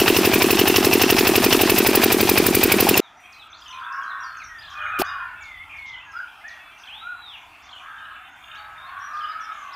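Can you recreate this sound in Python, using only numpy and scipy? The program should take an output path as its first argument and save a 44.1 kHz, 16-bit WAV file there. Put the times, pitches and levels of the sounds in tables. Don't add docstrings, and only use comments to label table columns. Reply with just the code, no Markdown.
import sys
import numpy as np
from scipy import signal
from scipy.fft import rfft, irfft, next_fast_len
from scipy.io import wavfile
from scipy.ndimage import uniform_filter1d

SR = 44100
rng = np.random.default_rng(int(sys.argv[2]) if len(sys.argv) > 2 else 0)


def rack_gain(trim_db):
    fader = np.asarray(trim_db, float)
    return 10 ** (fader / 20)


def output_pcm(signal):
    pcm = np.clip(np.atleast_2d(signal).T, -1, 1) * 32767
    wavfile.write(sys.argv[1], SR, np.round(pcm).astype(np.int16))


N = 429975

# t/s, cycles turned; the flash catches mid-cycle
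CRANK = [(-.0651, 0), (.5318, 7), (1.042, 13), (1.4665, 18), (2.0624, 25), (2.3174, 28), (2.6585, 32),
         (3.0842, 37), (4.891, 58), (5.146, 61), (9.75, 115)]
# t/ms, f/Hz, half length/ms, peak/dB, push 1 or suction -1
PUFFS = [
    (.1, 358, 2.3, -3.5, 1),
    (-4.7, 340, 2, -18, 1),
    (23.2, 310, 2.6, -8.3, -1),
    (30.2, 330, 2.8, -16, 1),
    (43.2, 395, 5.5, -20.5, 1),
    (60.05, 370, 1.9, -10, -1),
    (42, 760, 1.6, -19, 1),
    (58.6, 760, 1.5, -20, 1),
    (66.5, 105, 8.2, -24, 1),
    (76.5, 95, 7, -36.5, 1),
]
# t/ms, decay/ms, casing/dB, valve gear/dB, cover/dB, exhaust hiss/dB
CONTACTS = [(-6.5, 5.9, -21, -20, -27, -29.5), (1, 2.5, -25, -27, -25, -25),
            (13, 3.6, -25, -24, -31.5, -31), (19.5, 3, -24, -30, -31, -27), (28, 4, -28, -31, -31, -32),
            (38, 6, -21, -17.5, -27, -30), (47, 5.6, -22, -22, -33, -31), (52.5, 3, -21, -30, -33, -31),
            (56.5, 5, -23, -19, -20.5, -27), (59, 8, -26.5, -16.5, -23, -30.5)]
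# f/Hz, width/Hz, level/dB
BODY_MODES = [
    [(720, 260, 1.5), (960, 300, -4.5)],
    [(2546, 270, 12), (1870, 540, 1), (3300, 700, -18)],
    [(5100, 900, 15), (4200, 700, 6)],
]
# t/s, pitch ratio
FRAME_SHIFT = [(0, 1.04), (.35, 0.97), (.6, 1.05), (1.0, 1.05), (1.25, 0.98), (1.6, 1.03), (1.9, .96),
               (2.8, 0.94), (3.0, 1.04)]
# t/s, hiss peak/dB, clatter/dB
BLOWS = [(0.0772, -12, -14.5), (0.17, -11, -17.5), (0.2498, -11, -16), (0.3426, -9.5, -17),
         (0.4279, -12.5, -14), (0.5092, -10.5, -16), (0.5955, -11, -14), (0.6835, -8, -17.5),
         (0.7594, -10, -13.5), (0.8523, -12, -17), (0.9377, -7.5, -18), (1.0171, -8.5, -14),
         (1.1059, -7, -15), (1.1897, -9.5, -14), (1.2733, -8.5, -16), (1.3598, -7.5, -14.5),
         (1.4441, -8, -16.5), (1.5289, -11, -12), (1.6136, -5.5, -16.5), (1.7005, -5.5, -16),
         (1.7853, -3.5, -17.5), (1.87, -5, -16), (1.9552, -2.5, -17), (2.0403, -3, -16),
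         (2.1246, -3.5, -19.5), (2.2094, -7.5, -20.5), (2.2947, -2.5, -18), (2.379, -5, -16.5),
         (2.4643, -2.5, -21), (2.5501, -2, -23), (2.6362, -0.5, -21.5), (2.7202, -1, -18),
         (2.806, -2.5, -18.5), (2.8898, -0.5, -20), (2.9756, -1.5, -16)]
# f/Hz, density/dB
HISS_SPECTRUM = [(3000, -27.5), (6000, -19), (8000, -12.5), (11000, -7.5), (14300, -2), (15600, -1),
                 (17000, -31)]
# t/s, f/Hz, peak/dB
CLANKS = [
    (2.942, 2730, -8),
    (5.0175, 730, -2.5),
    (4.998, 370, -10),
    (5.006, 380, -12),
    (5.0175, 4500, -15.5),
    (1.2, 6800, -21),
    (2.942, 6800, -21),
]
# f/Hz, density/dB
SPRAY_SPECTRUM = [(15, -63), (25, -16), (82, -11.5), (141, -8), (217, 0), (363, -9.5), (1130, -14),
                  (2480, -12.5), (6920, -21.5), (14400, -21), (16000, -30)]
SPLITS_HZ = [600, 1500, 3500, 8000]
# f/Hz, side minus mid/dB
SPREAD = [(60, -6.5), (110, -18.5), (200, -19.5), (380, -27.5), (700, -27), (1290, -22.5), (2380, -26.5),
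          (4400, -12.5), (8120, -2), (15000, -13.5)]
# f/Hz, density/dB
YARD_SPECTRUM = [(15, -40), (25, -9.5), (82, -2), (175, -15.5), (277, -11.5), (545, -22), (677, -4),
                 (1330, 0), (1790, -7), (2610, -6), (2990, -14), (3430, -14.5), (4250, -25.5), (14800, -30),
                 (16000, -32)]
# t/s, level/dB
BREEZE = [(3.03, -8), (3.65, 0.5), (4.05, -4.5), (4.5, 4.5), (4.96, 7), (5.9, 4.5), (6.4, -5), (7.1, 0),
          (8.3, -2.5), (8.8, 3.5), (9.75, -6)]
# t/s, level/dB
BUSY = [(3.03, -3), (3.65, -2.5), (4.0, -0.5), (4.49, -3.5), (4.96, 3), (5.52, -1.5), (7.47, 0),
        (8.35, 0.5), (9.75, 2)]
# t/s, length/s, level/dB
LULLS = [(3.001, 0.2, -10), (3.477, .13, -11), (5.86, .26, -8), (7.63, .12, -7), (8.3, .06, -6)]
# t/s, start f/Hz, held f/Hz, sweep/s, level/dB
SWEEPS = [(3.322, 6900, 4060, 0.021, -62), (3.528, 3370, 4640, 0.033, -64), (4.031, 7140, 3950, 0.024, -67),
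          (4.23, 5710, 4400, .035, -61.5), (4.368, 6660, 3620, 0.068, -65.5),
          (4.435, 6530, 5520, 0.027, -57.5), (5.425, 6900, 3520, 0.035, -63.5),
          (5.764, 6730, 4200, 0.028, -69.5), (6.115, 7100, 5070, 0.013, -62),
          (6.478, 6900, 3450, 0.034, -62), (8.546, 2250, 4500, 0.032, -59), (9.718, 3300, 5350, 0.013, -66),
          (3.679, 6430, 5960, .015, -60.5)]
# t/s, length/s, start f/Hz,
# end f/Hz, level/dB
GLIDES = [(3.019, .07, 3940, 3300, -61.5), (3.17, 0.11, 5840, 5850, -69), (3.394, 0.045, 4020, 3170, -56),
          (3.5, 0.028, 6180, 6100, -66), (3.61, 0.035, 5200, 4600, -62), (3.64, .03, 5400, 5450, -65),
          (3.795, .02, 4900, 4400, -67), (3.724, 0.056, 4300, 3300, -64), (3.92, .01, 4600, 6600, -61),
          (3.783, .012, 3920, 2670, -51), (3.834, 0.024, 3240, 3690, -52), (3.958, .015, 5950, 5100, -60),
          (4.015, 0.033, 3400, 3100, -60), (4.075, .025, 3950, 4170, -64), (4.1, 0.026, 4150, 3350, -56),
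          (4.202, 0.04, 5700, 5720, -60), (4.583, .025, 4760, 4950, -57), (5.04, .024, 4450, 5000, -59),
          (5.06, .062, 5060, 4800, -57), (3.706, .013, 5850, 5000, -62), (4.275, .057, 4480, 4300, -62),
          (5.5, .14, 3500, 3480, -66), (9.312, .022, 3350, 4900, -60), (6.56, .16, 3430, 3450, -66),
          (4.814, 0.088, 6530, 6500, -73), (5.408, 0.032, 7000, 6670, -64), (5.538, .05, 3620, 2800, -65),
          (6.05, .07, 6600, 6500, -74), (6.165, .025, 5050, 4750, -63), (8.272, .07, 6400, 6500, -78),
          (8.43, .075, 6570, 6630, -73), (8.778, 0.069, 3640, 3700, -60), (8.838, 0.062, 3680, 4550, -68),
          (9.22, 0.028, 5200, 4750, -60), (9.285, .04, 5070, 4920, -59), (9.428, 0.032, 5770, 5000, -60),
          (9.615, .03, 6900, 5800, -67), (9.401, .012, 5900, 6600, -65.5), (9.58, .12, 6250, 6200, -74),
          (9.735, .015, 5400, 4500, -60),
          (3.242, .21, 2400, 2600, -59.5), (4.4, .035, 2640, 2000, -49.5),
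              (4.49, .2, 1940, 1640, -53.5), (4.752, 0.166, 2480, 2420, -48.5),
              (4.92, 0.069, 2530, 2420, -44), (5.03, .15, 2460, 2450, -55), (5.2, .07, 2460, 2420, -56),
              (5.25, 0.069, 2440, 2100, -62), (3.87, 0.078, 2600, 2650, -58), (5.36, .08, 2580, 2700, -60),
              (9.45, 0.32, 2250, 2000, -61.5), (4.855, 0.022, 2500, 1900, -42),
              (5.406, .16, 2300, 1990, -49.5), (5.57, 0.06, 1950, 2200, -47),
              (5.78, .18, 2250, 2000, -47.5), (6.066, .108, 1700, 1550, -51.5),
              (6.132, 0.0755, 1290, 1540, -42.5), (6.205, .045, 1540, 1400, -45),
              (6.565, .14, 2620, 2600, -60), (6.41, .035, 2000, 2250, -59), (6.44, .08, 2600, 2200, -62),
              (6.63, .11, 2250, 2400, -62), (6.438, .03, 1650, 1830, -49), (6.463, .055, 1860, 1930, -47),
              (6.525, .075, 1900, 1880, -52), (5.995, .055, 2500, 2800, -55), (7.04, .07, 2370, 2450, -61),
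              (6.84, .05, 1350, 1900, -60), (9.135, .14, 1205, 1225, -41), (4.08, 0.254, 1860, 1790, -56.5),
              (3.74, .048, 2520, 2450, -56), (4.78, 0.21, 610, 590, -63), (8.56, .16, 845, 820, -60.5)]
# t/s, length/s, ends f/Hz, top f/Hz, level/dB
ARCHES = [
    (6.885, .487, 2330, 3960, -47.5),
    (7.012, .175, 1250, 1450, -42),
    (5.04, 0.092, 2950, 3750, -55),
    (3.923, 0.036, 4400, 5400, -57),
    (9.0, .11, 5430, 5800, -60),
    (9.408, .025, 5000, 5770, -57),
]
# t after start/s, f/Hz, level/dB
ZIGZAG = [
    [(0, 3050, 0), (.012, 3750, -3)],
    [(.02, 3750, -9), (.031, 4450, -11)],
    [(.036, 3550, -1), (.046, 2950, 2), (.052, 3250, 0), (.059, 2750, -3)],
    [(.065, 3050, 0), (.078, 2850, 3), (.088, 3100, 2), (.092, 3650, -3), (.101, 2650, 0)],
    [(.105, 2850, -5), (.113, 2300, -5), (.121, 2800, -6)],
]
# t/s, share sung 0-1, level/dB
ZIGZAGS = [(3.619, 1, -50.5), (4.75, 1, -52), (5.894, .85, -52), (6.834, .5, -51), (7.69, 1, -51),
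           (9.168, .85, -51.5)]
# t/s, length/s, low f/Hz, first top f/Hz
WARBLE = (4.606, .135, 3100, 4700)
# t/s, length/s, start f/Hz, end f/Hz, flutter/Hz, level/dB
TRILLS = [(4.694, .06, 6040, 5000, 700, -56.5), (5.042, 0.037, 6330, 5500, 600, -54),
          (5.69, 0.092, 2445, 2296, 233, -42.5), (5.847, 0.066, 3350, 3610, 300, -55),
          (5.855, 0.052, 5500, 5220, 700, -58), (6.222, .02, 5800, 3500, 200, -68),
          (6.775, 0.063, 5970, 5200, 700, -59), (7.26, .08, 5300, 5300, 500, -71),
          (7.618, 0.073, 5950, 4780, 700, -60.5), (7.764, 0.096, 6400, 6200, 500, -70),
          (8.543, 0.028, 6500, 5600, 700, -62), (9.126, 0.081, 5200, 4780, 600, -59),
          (3.575, .04, 6100, 5300, 600, -60), (3.514, .015, 6000, 4700, 200, -63),
          (9.49, .26, 2690, 3210, 450, -56.5), (8.985, .02, 5800, 6400, 500, -64),
          (9.52, .1, 6300, 7000, 300, -66)]
# t/s, length/s, level/dB
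CAWS = [(3.74, 0.87, -35.5), (4.7, 0.76, -33), (7.801, 0.49, -41), (8.441, 0.55, -42.5), (8.82, .93, -43)]
# pulse rate/Hz, roughness 0-1, lower throat f/Hz, upper throat f/Hz, lower share/dB
VOICES = [(114, 0.5, 1284, 1578, -1.5), (98.7, 0.4, 1440, 1740, 7.5), (85.3, 0.25, 1270, 1634, -2),
          (89.6, 0.1, 1300, 1645, -1.5), (94.5, .35, 1520, 1740, 4)]
# share of length, level/dB
CAW_SHAPE = [(0, -7), (.17, 0), (.68, -3), (1, -17.5)]
# t/s, length/s, third harmonic start f/Hz, its top f/Hz, share of length at top, level/dB
VOICED = [(3.69, 0.56, 1020, 1112, 0.8, -37), (4.671, 0.6, 1110, 1280, 0.39, -34.5),
          (8.79, 0.97, 1040, 1300, .68, -37.5)]
# share of length, level/dB
VOICED_SHAPE = [(0, -9.5), (.15, -2.5), (.45, 0.5), (.85, -3.5), (1, -6)]
# multiple, level/dB
HARMONICS = [(2, -25.5), (3, 2.5), (4, -6), (5, -19), (6, -25), (7, -31)]

CUT_S, FLASH_S, FLASH_END_S, FLASH_RISE_S = 3.0035, 4.986, 5.023, .005
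CYCLE_MS, CYCLE_LEAD = 85.1, .15
PUFF_RING_MS, RING_SHORTENS_MS_PER_S, KNOCK_DB_PER_S = 1.2, .45, .8
CONTACT_RISE_MS, CONTACT_SPREAD_DB, STROKE_PITCH_SPREAD = 1.3, 1.8, .025
CLATTER_DB, CLATTER_FOLLOWS, CLATTER_TOP_HZ = 2, .7, 6400
HISS_DB, TICKS_DB_PER_S = -1, -0.4
BLOW_MS, BLOW_RISE_MS, BLOW_DECAY_MS = 67.5, 6.0, 10
BLOW_EARLIER_MS_PER_S, RISE_SHORTENS_MS_PER_S, BLOW_SHORTENS_MS_PER_S = 1.3, 1.3, 1.8
SPRAY_DB, PATCHY_DB = -24, 2.5
FLASH_DB, FLASH_PUFF_DB, FLASH_CLATTER_DB = -7.5, -3, 8
FLASH_HISS_DB, FLASH_JET_DB, FLASH_SPRAY_DB = 3, -26, 1
YARD_DB, CROWS_FOLLOW, CHORUS_FOLLOWS, CHORUS_DB = -57.5, 0.83, 1.1, -47
HOLD_S, HOLD_FADE_DB = 0.036, -8
SWEEP_LIFT_DB, SWEEP_EASE, RISE_LIFT_DB, RISE_EASE = 6, .75, 12.5, 0.51
ARCH_SQUARENESS, LONG_ARCH_DIP_DB = 3.4, -18
WARBLE_DB, WARBLE_S, WARBLE_SHRINK, TOP_LOSS_DB = -53, .037, 0.74, -6
CAW_RISE_POWER, CAW_SAG_PER_S = 1.4, .62
ECHO_DB, ECHO_T60_S = -3.3, .42


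def in_time(rows):
    s, *columns = np.transpose(rows)
    return [np.interp(np.arange(N) / SR, s, c) for c in columns]


def at_hz(points, hz):
    point_hz, db = np.transpose(points)
    return np.interp(np.log(hz + 1), np.log(point_hz), db)


def rms_one(x):
    return x / np.sqrt(np.mean(x ** 2) + 1e-20)


def drift(rate_hz):
    r = np.exp(-80 * np.pi * rate_hz / SR)
    slow = signal.lfilter([1], [1, -2 * r, r * r], rng.standard_normal(N // 40 + 2002))[2000:]
    return np.interp(np.arange(N) / 40, np.arange(len(slow)), rms_one(slow))


def coloured(x, spectrum):
    size = next_fast_len(len(x))
    hz = np.arange(size // 2 + 1) * SR / size
    return irfft(rfft(x, size) * rack_gain(at_hz(spectrum, hz)), size)[:len(x)]


def resonance(hz, width_hz):
    r = np.exp(-np.pi * width_hz / SR)
    return np.array([1, 0, -1]) * (1 - r * r) / 2, [1, -2 * r * np.cos(2 * np.pi * hz / SR), r * r]


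def resonate(x, hz, width_hz):
    return signal.lfilter(*resonance(hz, width_hz), x)


def wandering(x, hz, width_hz):
    out, state = np.zeros(len(x)), [0., 0.]
    for i in range(0, len(x), 1024):
        block = slice(i, i + 1024)
        out[block], state = signal.lfilter(*resonance(hz[i], width_hz), x[block], zi=state)
    return out


def patchy(x, rate_hz):
    lows = [signal.sosfilt(signal.butter(2, hz, fs=SR, output="sos"), x) for hz in SPLITS_HZ]
    bands = np.diff([0 * x] + lows + [x], axis=0)
    return sum(band * rack_gain(PATCHY_DB * drift(rate_hz)[:len(x)]) for band in bands)


def fades(length, fade_s):
    k = np.arange(length)
    return np.sin(np.pi / 2 * np.clip(np.minimum(k, length - k) / (fade_s * SR), 0, 1)) ** 2


def stretched(shape, s, length, db):
    return in_time([(s + share * length, db + step_db) for share, step_db in shape])[0]


def pipe_puffs(t, cycle, ms):
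    puffs = np.zeros(len(t))
    ring_ms = np.clip(PUFF_RING_MS - RING_SHORTENS_MS_PER_S * t, 0, None)
    for at_ms, hz, half_ms, db, push in PUFFS:
        vary = rng.standard_normal((cycle[-1] + 1, 2))
        late_ms = (ms - at_ms + 30) % CYCLE_MS - 30 - .1 * vary[cycle, 0]
        half = half_ms + (late_ms > 0) * ring_ms
        knock_db = (hz > 600) * KNOCK_DB_PER_S * np.minimum(t, CUT_S)
        level = push * rack_gain(db + .7 * vary[:, 1])[cycle] * rack_gain(knock_db)
        puffs += level * np.exp(-(late_ms / half) ** 2) * np.sin(2 * np.pi * hz * late_ms / 1000)
    return puffs


def contact_bursts(cycle, ms):
    bursts = np.zeros((4, len(ms)))
    for at_ms, decay_ms, *dbs in CONTACTS:
        vary = rng.standard_normal((cycle[-1] + 1, 5))
        late_ms = (ms - at_ms - .8 * vary[cycle, 4]) % CYCLE_MS
        shape = (1 - np.exp(-late_ms / CONTACT_RISE_MS)) * np.exp(-late_ms / decay_ms)
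        level_db = np.array(dbs)[:, None] + CONTACT_SPREAD_DB * vary[:, :4].T
        bursts += shape * rack_gain(level_db)[:, cycle]
    return bursts


def exhaust(t, ms, blow_db, tick_burst):
    load_s = np.minimum(t, CUT_S)
    late_ms = (ms - BLOW_MS + BLOW_EARLIER_MS_PER_S * load_s + 20) % CYCLE_MS - 20
    rise_ms = BLOW_RISE_MS - RISE_SHORTENS_MS_PER_S * load_s
    decay_ms = BLOW_DECAY_MS - BLOW_SHORTENS_MS_PER_S * load_s
    blow = np.exp(-abs(late_ms / np.where(late_ms < 0, rise_ms, decay_ms)) ** 1.5)
    running_ticks = rack_gain(TICKS_DB_PER_S * t) * tick_burst
    flash_ticks = rack_gain(FLASH_HISS_DB) * tick_burst + rack_gain(FLASH_JET_DB)
    ticks = np.where(t < CUT_S, running_ticks, flash_ticks)
    hiss = rms_one(coloured(rng.standard_normal(len(t)), HISS_SPECTRUM))
    return (ticks + rack_gain(HISS_DB - 7.5 + blow_db) * blow) * hiss


def clatter(t, turned, ring_db, shift, bursts):
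    strokes = (2 * turned).astype(int)
    seating = rng.standard_normal(2 * int(turned[-1]) + 2)[strokes]
    shift = shift * (1 + STROKE_PITCH_SPREAD * seating)
    running_db = CLATTER_DB + CLATTER_FOLLOWS * (ring_db - np.mean(BLOWS, axis=0)[2])
    level_db = np.where(t < CUT_S, running_db, FLASH_CLATTER_DB)
    out = np.zeros(len(t))
    for burst, modes in zip(bursts, BODY_MODES):
        white = rng.standard_normal(len(t))
        scale = np.std(sum(rack_gain(db) * resonate(white, hz, width) for hz, width, db in modes))
        for hz, width, db in modes:
            level = rack_gain(level_db + db + 1.4 * drift(5.7)[:len(t)])
            out += level * wandering(burst * white, hz * shift, width) / scale
    return signal.sosfilt(signal.butter(4, CLATTER_TOP_HZ, fs=SR, output="sos"), out)


def water_spray(t):
    spray = rms_one(patchy(coloured(rng.standard_normal(len(t)), SPRAY_SPECTRUM), 33))
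    return rack_gain(SPRAY_DB + FLASH_SPRAY_DB * (t > CUT_S)) * spray


def clanks(t):
    out = np.zeros(len(t))
    for s, hz, db in CLANKS:
        after_s = np.clip(t - s, 0, None)
        out += rack_gain(db) * np.sin(2 * np.pi * hz * after_s) * np.exp(-after_s / 0.0053)
    return out


def engine(start_s, end_s):
    span = slice(round(start_s * SR), round(end_s * SR))
    t = np.arange(N)[span] / SR
    turned = in_time(CRANK)[0][span] + CYCLE_LEAD
    cycle = turned.astype(int)
    ms = (turned % 1 - CYCLE_LEAD) * CYCLE_MS
    blow_db, ring_db = np.array(in_time(BLOWS))[:, span]
    shift = in_time(FRAME_SHIFT)[0][span]
    bursts = contact_bursts(cycle, ms)
    out = pipe_puffs(t, cycle, ms) * rack_gain(FLASH_PUFF_DB * (t > CUT_S))
    out += exhaust(t, ms, blow_db, bursts[3]) + clatter(t, turned, ring_db, shift, bursts[:3])
    out += clanks(t) + water_spray(t)
    return np.pad(out, (span.start, N - span.stop))


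def engine_gate():
    t = np.arange(N) / SR
    flash = np.clip(np.minimum((t - FLASH_S) / FLASH_RISE_S, (FLASH_END_S - t) / .001), 0, 1)
    return np.clip((CUT_S - t) / .001, 0, 1) + rack_gain(FLASH_DB) * flash ** 2


def wind_gust():
    rumble = resonate(resonate(rng.standard_normal(N), 28, 26), 28, 26)
    return rack_gain(-46) * rms_one(rumble) * [[1.2], [.2]]


def yard():
    start = round(CUT_S * SR)
    (breeze_db,), (busy_db,), t = in_time(BREEZE), in_time(BUSY), np.arange(N) / SR
    lull_db = sum(db * ((t > s) & (t < s + length)) for s, length, db in LULLS)
    edges_hz = 25 * 2 ** np.arange(0, 9.5, .2)
    out, white = 0, rng.standard_normal((2, N - start))
    for k, (low, high) in enumerate(zip(edges_hz, edges_hz[1:])):
        band = signal.sosfilt(signal.butter(3, [low, high], "band", fs=SR, output="sos"), white[k % 2])
        hz = np.sqrt(low * high)
        if hz < 170:
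            swell_db = breeze_db
        elif 550 < hz < 2000:
            swell_db = CROWS_FOLLOW * busy_db
        elif 2000 < hz < 4000:
            swell_db = CHORUS_FOLLOWS * busy_db
        else:
            swell_db = lull_db * (hz > 7000)
        patches_db = 3.5 * drift(3.4) if 550 < hz < 7500 else 1.3 * drift(4.9)
        gain = rack_gain(YARD_DB + at_hz(YARD_SPECTRUM, hz) + (swell_db + patches_db)[start::16])
        out = out + 12 * np.repeat(gain, repeats=16)[:N - start] * band
    return np.pad(out, (start, 0))


def whistle(rows, wobble):
    s, hz, db = np.transpose(rows)
    start = round(s[0] * SR)
    t = np.arange(start, min(round(s[-1] * SR), N)) / SR
    pitch_wobble = wobble[::-1][start:][:len(t)]
    pitch_hz = uniform_filter1d(np.interp(t, s, hz), size=100) * (1 + 0.00295 * pitch_wobble)
    level = rack_gain(np.interp(t, s, db) + 9.5 + 1.27 * wobble[start:][:len(t)])
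    return start, level * fades(len(t), 0.0032) * np.sin(2 * np.pi * np.cumsum(pitch_hz) / SR)


def far_chorus():
    out, wobble = np.zeros(N), 4 * drift(40)
    chorus_db = CHORUS_DB + CHORUS_FOLLOWS * in_time(BUSY)[0]
    for when, pitch, bend, length, size in rng.random((260, 5)):
        s, hz = 3 + 6.55 * when, 2100 * 1.75 ** pitch
        db = chorus_db[round(s * SR)] - 26 + 6 * size
        end_s, end_hz = s + .03 + .14 * length, hz * (.86 + .24 * bend)
        start, wave = whistle([(s, hz, db), (end_s, end_hz, db - 3)], wobble)
        out[start:start + len(wave)] += wave
    return out


def gliding_notes():
    for s, length, from_hz, to_hz, db in GLIDES:
        yield [(s, from_hz, db), (s + length, to_hz, db)]
    for s, from_hz, hz, sweep, db in SWEEPS:
        falling = from_hz > hz
        lift_db, ease = (SWEEP_LIFT_DB, SWEEP_EASE) if falling else (RISE_LIFT_DB, RISE_EASE)
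        yield [(s, from_hz, db + lift_db),
               (s + sweep / 2, from_hz + ease * (hz - from_hz), db + lift_db / 2),
               (s + sweep, hz, db), (s + sweep + HOLD_S, hz, db + HOLD_FADE_DB)]


def arched_notes():
    u = np.linspace(-1, 1, num=41)
    for s, length, ends_hz, top_hz, db in ARCHES:
        if length > .3:
            power = ARCH_SQUARENESS
            dip_db = LONG_ARCH_DIP_DB * (np.exp(-(u / 0.5) ** 2) + .6 * np.exp(-((u + .12) / .1) ** 2))
        else:
            power, dip_db = 2, -12 * (u + .15) ** 2
        hz = top_hz - (top_hz - ends_hz) * abs(u) ** power
        yield np.transpose([s + length * (u + 1) / 2, hz, db + dip_db])


def phrased_notes():
    for s, share, db in ZIGZAGS:
        end_s = share * ZIGZAG[-1][-1][0]
        yield from (np.array(part) + [s, 0, db] for part in ZIGZAG if part[0][0] < end_s)
    s, length, low_hz, top_hz = WARBLE
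    t = np.linspace(0, length, num=60)
    up = 1 - abs(2 * ((t - .007) / WARBLE_S % 1) - 1)
    swing_hz = (top_hz - low_hz) * WARBLE_SHRINK ** (t / WARBLE_S - .5)
    yield np.transpose([s + t, low_hz + swing_hz * up, WARBLE_DB + TOP_LOSS_DB * up])


def songbirds():
    out, wobble, flutter = np.zeros(N), 2.0 * drift(50), drift(420)
    for rows in [*gliding_notes(), *arched_notes(), *phrased_notes()]:
        start, wave = whistle(rows, wobble)
        out[start:start + len(wave)] += wave
    for s, length, from_hz, to_hz, flutter_hz, db in TRILLS:
        start, size = round(s * SR), round(length * SR)
        pitch_hz = np.linspace(from_hz, to_hz, size) + flutter_hz * flutter[start:start + size]
        wave = np.sin(2 * np.pi * np.cumsum(pitch_hz) / SR)
        out[start:start + size] += rack_gain(db + 4) * fades(size, 0.01) * wave
    return out


def voiced_caws(jitter):
    out, hoarse = np.zeros(N), drift(70)
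    for s, length, from_hz, top_hz, apex, peak_db in VOICED:
        span = slice(round(s * SR), min(round((s + length) * SR), N))
        u = (np.arange(N)[span] / SR - s) / length
        db = stretched(VOICED_SHAPE, s, length, peak_db)[span]
        rise_hz = (top_hz - from_hz) * abs(1 - u / apex) ** CAW_RISE_POWER
        sag_hz = top_hz * CAW_SAG_PER_S * (u - apex) * length
        third_hz = top_hz - np.where(u < apex, rise_hz, sag_hz)
        phase = 2 * np.pi * np.cumsum(third_hz / 3 * (1 + .012 * hoarse[span])) / SR
        rattle = 1 + 0.69 * np.sin(phase / 4 + 0.41 * jitter[span])
        stack = sum(rack_gain(h_db) * np.sin(k * phase) for k, h_db in HARMONICS)
        out[span] += rack_gain(db + 2.2 * jitter[span]) * fades(len(u), 0.012) * rattle * stack
    return out


def rattling_caws(jitter):
    out, white, sway = np.zeros(N), rng.standard_normal(N), drift(2.5)
    for (s, length, db), (per_s, rough, low_hz, high_hz, low_db) in zip(CAWS, VOICES):
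        span = slice(round(s * SR), min(round((s + length) * SR), N))
        turns = np.cumsum(per_s * (1 + .09 * rough * jitter[span] + .012 * sway[span])) / SR
        pulses = 18 * np.diff(np.floor(turns), prepend=0) * rack_gain(4 * rough * white[span])
        source = pulses + rough * white[span] * np.exp(-2.5 * (turns % 1))
        lower, upper = (rms_one(resonate(resonate(source, hz, 140 + 190 * rough), hz, 230))
                        for hz in (low_hz, high_hz))
        level = rack_gain(stretched(CAW_SHAPE, s, length, db)[span]) * fades(len(turns), 0.047)
        out[span] += level * rms_one(rack_gain(low_db) * lower - upper)
    return out


def crows():
    jitter = drift(30)
    return voiced_caws(jitter) + rattling_caws(jitter)


def echoes(x):
    t = np.arange(SR) / SR
    tail = rng.standard_normal(SR) * rack_gain(-60 * t / ECHO_T60_S) * (t > .012)
    return signal.fftconvolve(x, tail / np.sqrt(np.sum(tail ** 2)))[:N]


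def scene():
    before = np.arange(N) < CUT_S * SR
    mid = engine_gate() * (engine(0, CUT_S) + engine(FLASH_S - .5, FLASH_END_S))
    side = before * coloured(np.roll(engine(0, CUT_S), shift=30), SPREAD)
    side = side + rack_gain(-89) * rng.standard_normal(N)
    gust = before * wind_gust()
    far = yard()
    birds, caws = far_chorus() + songbirds(), crows()
    reflected = rack_gain(ECHO_DB) * echoes(birds + rack_gain(4) * caws)
    outdoors = (birds + rack_gain(-4) * caws + reflected) * ~before + far
    return gust + mid + outdoors + side * [[1], [-1]]


def top_cut(x):
    return signal.sosfilt(signal.butter(12, 16460, fs=SR, output="sos"), x)


def record(dry):
    rounded = .92 * np.tanh(dry / .92)
    mix = signal.sosfilt(signal.cheby2(12, 60, 16500, fs=SR, output="sos"), rounded)
    return top_cut(mix)


dry = scene()
out = record(dry)
output_pcm(out)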